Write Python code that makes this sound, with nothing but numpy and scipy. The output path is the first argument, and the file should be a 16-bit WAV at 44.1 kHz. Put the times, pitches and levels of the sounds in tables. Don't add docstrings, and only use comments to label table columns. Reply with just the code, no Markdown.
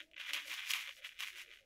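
import sys
import numpy as np
from scipy import signal
from scipy.io import wavfile
from scipy.ndimage import uniform_filter1d

SR = 44100
rng = np.random.default_rng(int(sys.argv[2]) if len(sys.argv) > 2 else 0)


def natural_amplitude(level_db):
    exponent = np.asarray(level_db, float) / 20
    return 10 ** exponent


def store_wav(level_fs):
    pcm = np.round(np.clip(np.atleast_2d(level_fs), -1, 1) * 32767)
    wavfile.write(sys.argv[1], SR, pcm.T.astype(np.int16))


N = 72765


def evened(x):
    return x / np.sqrt(np.mean(x ** 2) + 1e-20)


def colour(points, x):
    grid_hz = np.abs(np.fft.fftfreq(4096, 1 / SR))
    hz, db = np.transpose(points)
    curve_db = np.interp(np.log(grid_hz + 1), np.log(hz + 1), db)
    log_gain = np.log(natural_amplitude(curve_db) + 1e-5)
    phase = -signal.hilbert(log_gain).imag
    taps = np.fft.ifft(np.exp(log_gain + 1j * phase)).real[:2048]
    return signal.oaconvolve(x, taps / np.linalg.norm(taps))[:len(x)]


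def resonate(x, hz, width_hz):
    turn = np.exp(2j * np.pi * hz * np.arange(len(x)) / SR)
    decay = np.exp(-np.pi * width_hz / SR)
    return 2 * (turn * signal.lfilter([1 - decay], [1, -decay], x / turn)).real


def resonate_twice(x, hz, width_hz):
    return resonate(resonate(x, hz, width_hz), hz, width_hz)


# start_s (the peak), level_db, swell_db_per_s, fade_db_per_s, dust_share_db
SHAKES_OF_TUB = [(.004, -51, 905, 683, -22), (0.033, -67.5, 300, 389, -3.5), (0.164, -53.5, 3000, 11, -39),
                 (0.198, -48.5, 902, 20, -15), (0.3, -45.5, 216, 253, -13), (0.335, -40, 2993, 314, -6.5),
                 (0.371, -43.5, 306, 133, -12.5), (0.478, -51.5, 300, 182, -3), (0.533, -42, 168, 143, -10),
                 (0.601, -48, 197, 47, -14.5), (0.711, -39.5, 324, 398, -2), (0.744, -40.5, 478, 112, -6.5),
                 (0.897, -48.5, 19, 498, -48), (0.992, -61, 29, 595, -3.5), (1.047, -51.5, 420, 93, -13.5),
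                 (1.073, -52, 303, 343, -7.5), (1.15, -63, 43, 40, -13.5), (1.196, -48, 1512, 70, -6.5),
                 (1.232, -41.5, 324, 481, -7.5), (1.281, -47.5, 196, 309, -7.5), (1.384, -49, 198, 160, -9),
                 (1.416, -49.5, 211, 543, -6.5), (1.546, -57, 110, 207, -13), (1.602, -69, 102, 259, -8.5)]
STOP_DB_PER_S = 900


def flow():
    peak_s, db, swell, fade, dust_db = np.transpose(SHAKES_OF_TUB)[:, :, None]
    t = np.arange(N) / SR
    before = np.append([[-1]], peak_s[:-1], axis=0)
    after = np.append(peak_s[1:], [[2]], axis=0)
    outside_s = np.maximum(t - after, 0) + np.maximum(before - t, 0)
    fall_db = np.where(t < peak_s, (peak_s - t) * abs(swell), (t - peak_s) * abs(fade))
    power = natural_amplitude(db - fall_db - STOP_DB_PER_S * outside_s) ** 2
    dust_power = power * natural_amplitude(dust_db) ** 2
    return np.sqrt(power.sum(0)), np.sqrt(dust_power.sum(0))


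def clumps():
    clump_db, clump_s = 1.72, 0.014
    steps = rng.standard_normal(1000)
    t = np.arange(N) / SR
    return natural_amplitude(clump_db * np.interp(t / clump_s, np.arange(len(steps)), steps))


def hits(per_s, spread_db):
    largest, even_s, slack = 2.5, 0.016, 0.35
    draw, sign = rng.random(N), rng.choice([-1., 1.], N)
    size = natural_amplitude(spread_db * np.minimum(rng.exponential(1, N), largest))
    clicks = sign * size * (draw < per_s / SR)
    clicks = clicks / np.sqrt(per_s / SR * np.mean(size ** 2))
    local_power = np.abs(uniform_filter1d(clicks ** 2, size=round(even_s * SR)))
    return clicks / np.sqrt(slack + local_power)


def grain_hits():
    return hits(4000, 3.5)


# pitch_hz, level_db
AIR_SPECTRUM = [(20, 1.5), (150, -11), (500, -8.5), (750, -12), (1000, -25), (2500, -16), (6000, -23),
                (15600, -35)]
AIR_DB, RUMBLE_DB, RUMBLE_HZ, RUMBLE_WIDTH_HZ = -80, -85, 41.7, 37
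DUCK_DB, DUCK_POWER = -49, 0.21


def air(level):
    rumble = evened(resonate_twice(rng.standard_normal(N), RUMBLE_HZ, RUMBLE_WIDTH_HZ))
    duck = (1 + uniform_filter1d(level, size=2000) / natural_amplitude(DUCK_DB)) ** -DUCK_POWER
    hiss = evened(colour(AIR_SPECTRUM, rng.standard_normal(N)))
    return natural_amplitude(AIR_DB) * duck * hiss + natural_amplitude(RUMBLE_DB) * rumble


# middle_s, length_s, pitch_hz, level_db
JAR_RUBS = [(0.006, 0.21, 308, -73), (0.008, 0.11, 600, -72), (0.12, 0.27, 316, -80),
            (0.112, 0.15, 639, -76.5), (0.187, 0.076, 574, -72), (0.314, 0.1, 551, -70),
            (0.358, 0.095, 566, -65), (0.377, 0.23, 304, -71), (0.39, 0.058, 626, -73),
            (0.485, 0.13, 551, -67), (0.482, 0.079, 630, -69), (0.505, 0.12, 303, -73.5),
            (0.767, 0.13, 310, -79), (0.897, 0.076, 543, -68.5), (1.003, 0.095, 560, -69),
            (1.008, 0.092, 677, -81.5), (1.065, 0.058, 595, -75), (1.152, .06, 567, -90),
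            (1.271, 0.076, 315, -81), (1.38, 0.22, 367, -76.5), (1.377, 0.12, 555, -78.5),
            (1.497, 0.13, 463, -74.5), (1.486, 0.17, 580, -77.5), (1.496, 0.1, 360, -77),
            (1.562, 0.046, 374, -79.5), (1.624, 0.1, 538, -74.5)]


def jar():
    t, out = np.arange(N) / SR, np.zeros(N)
    for middle_s, length_s, hz, db in JAR_RUBS:
        swell = np.cos(np.pi * np.clip((t - middle_s) / length_s, -.5, .5)) ** 2
        ring = resonate_twice(rng.standard_normal(N), hz, 57) * swell
        out += natural_amplitude(db) * ring / np.sqrt(np.mean(ring ** 2) / np.mean(swell ** 2))
    return out


# pitch_hz, level_db
DUST_SPECTRUM = [(2350, -48), (4000, -1.5), (4480, -3), (6240, -4), (7270, -7), (8980, -11.5),
                 (10600, -8.5), (15600, -13)]


def dust(level):
    return level * clumps() * colour(DUST_SPECTRUM, grain_hits())


PEAK_S = 0.0015


def tick(hz, scale):
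    tick_s, bounce_s, bounce_db = 0.00031, 0.001328, -16.5
    t = np.arange(400) / SR - PEAK_S

    def pulse(u):
        length_s = tick_s * scale * np.where(u > 0, 1.3, 1)
        return np.exp(-(u / length_s) ** 2) * np.cos(2 * np.pi * hz * u)

    return pulse(t) + natural_amplitude(bounce_db) * pulse(t - bounce_s * scale)


# start_s (the peak), level_db, pitch_hz, brightness_db
LARGE_CRYSTALS = [(0.0042, -33.3, 2610, -28), (0.1145, -51.1, 2720, -21), (0.1349, -46.0, 2660, -36),
                  (0.1434, -43.7, 2620, -36), (0.1661, -43, 2600, -36), (0.1794, -36.5, 2500, -30),
                  (0.1819, -36, 2500, -30), (0.2151, -33.7, 2700, -24), (0.2934, -29.7, 2340, -27),
                  (0.3347, -22.4, 2610, -14), (0.3442, -29.6, 2890, -15), (0.3519, -28.2, 2680, -22),
                  (0.3654, -28.4, 2640, -25), (0.3871, -30.4, 2540, -27), (0.5406, -27.8, 2420, -19),
                  (0.5938, -28.4, 2520, -26), (0.7053, -29, 2600, -6), (0.708, -19.8, 2900, -18),
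                  (0.7157, -31, 2800, -3), (0.7359, -21, 2880, -30), (0.7367, -18.4, 2880, -18),
                  (0.7377, -25, 2700, -30), (0.8753, -32.3, 2590, -22), (1.0469, -32.6, 2580, -22),
                  (1.0925, -38.0, 2740, -25), (1.1227, -44.2, 2410, -23), (1.1907, -35.0, 2770, -23),
                  (1.206, -24.7, 2700, -19), (1.2749, -32.1, 2510, -19), (1.5381, -43.0, 2740, -22)]
SNAP_S, SNAP_GAIN = 0.0018, 0.92


def large_crystals():
    out, t = np.zeros(N + 400), np.arange(400) / SR
    for s, db, hz, bright_db in LARGE_CRYSTALS:
        scale = 1 + 0.21 * np.tanh(rng.standard_normal())
        noise = evened(colour(DUST_SPECTRUM, rng.standard_normal(400)))
        snap = noise * np.exp(-np.abs(t - PEAK_S) / SNAP_S)
        at = round((s - PEAK_S) * SR)
        out[at:at + len(t)] += natural_amplitude(db) * (tick(hz, scale) + SNAP_GAIN * natural_amplitude(bright_db) * snap)
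    return out[:N]


# pitch_hz, level_db
PLATE_SPECTRUM = [(800, -41.5), (1300, -11), (1700, -6), (2200, -0.5), (2900, -3), (3600, -6), (4500, -21),
                  (6500, -18.5), (9000, -51)]
FULL_DB, PER_S, THIN = -45, 900, 0.5
PATCH_WIDTH_HZ, DIRECT, BED = 3000, 0.74, 0.4
THUD_HZ, THUD_WIDTH_HZ, THUD_DB, THUD_GROWTH = 1108, 355, -60, 1.64


def stream(level):
    heavy = level / natural_amplitude(FULL_DB)
    train = hits(PER_S * np.clip(heavy, .1, 1) ** THIN, 3.2)
    train = train + BED * grain_hits()
    patch, out = rng.integers(0, 12, N), np.zeros(N)
    for k, hz in enumerate(np.geomspace(1300, 4200, num=12)):
        struck = train * (patch == k)
        out += resonate(struck, hz, PATCH_WIDTH_HZ) + DIRECT * struck
    ticks = level * evened(colour(PLATE_SPECTRUM, out))
    thud = evened(resonate_twice(train, THUD_HZ, THUD_WIDTH_HZ))
    return clumps() * (ticks + natural_amplitude(THUD_DB) * heavy ** THUD_GROWTH * thud)


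def room(x):
    near_t60_s, near_db = 0.025, -13
    room_t60_s, room_db = 0.2, -17
    t = np.arange(SR // 2) / SR
    echoes = rng.choice([-1., 1.], len(t)) * (rng.random(len(t)) < .08) * (t > .002)
    near = echoes * natural_amplitude(-60 * t / near_t60_s)
    far = echoes * natural_amplitude(-60 * t / room_t60_s)
    tail = natural_amplitude(near_db) * near / np.linalg.norm(near) + natural_amplitude(room_db) * far / np.linalg.norm(far)
    return x + signal.fftconvolve(x, tail)[:N]


def scene():
    crystals, fines = flow()
    on_table = stream(crystals) + dust(fines) + large_crystals()
    return (room(on_table) + jar() + air(crystals))[None]


def roll_off(x):
    return signal.sosfilt(signal.butter(12, 15740, fs=SR, output="sos"), x)


def record(dry):
    edge = signal.firwin(511, 15750, window=("kaiser", 9), fs=SR)
    mix = signal.oaconvolve(dry, edge[None], "same")
    return roll_off(mix)


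dry = scene()
out = record(dry)
store_wav(out)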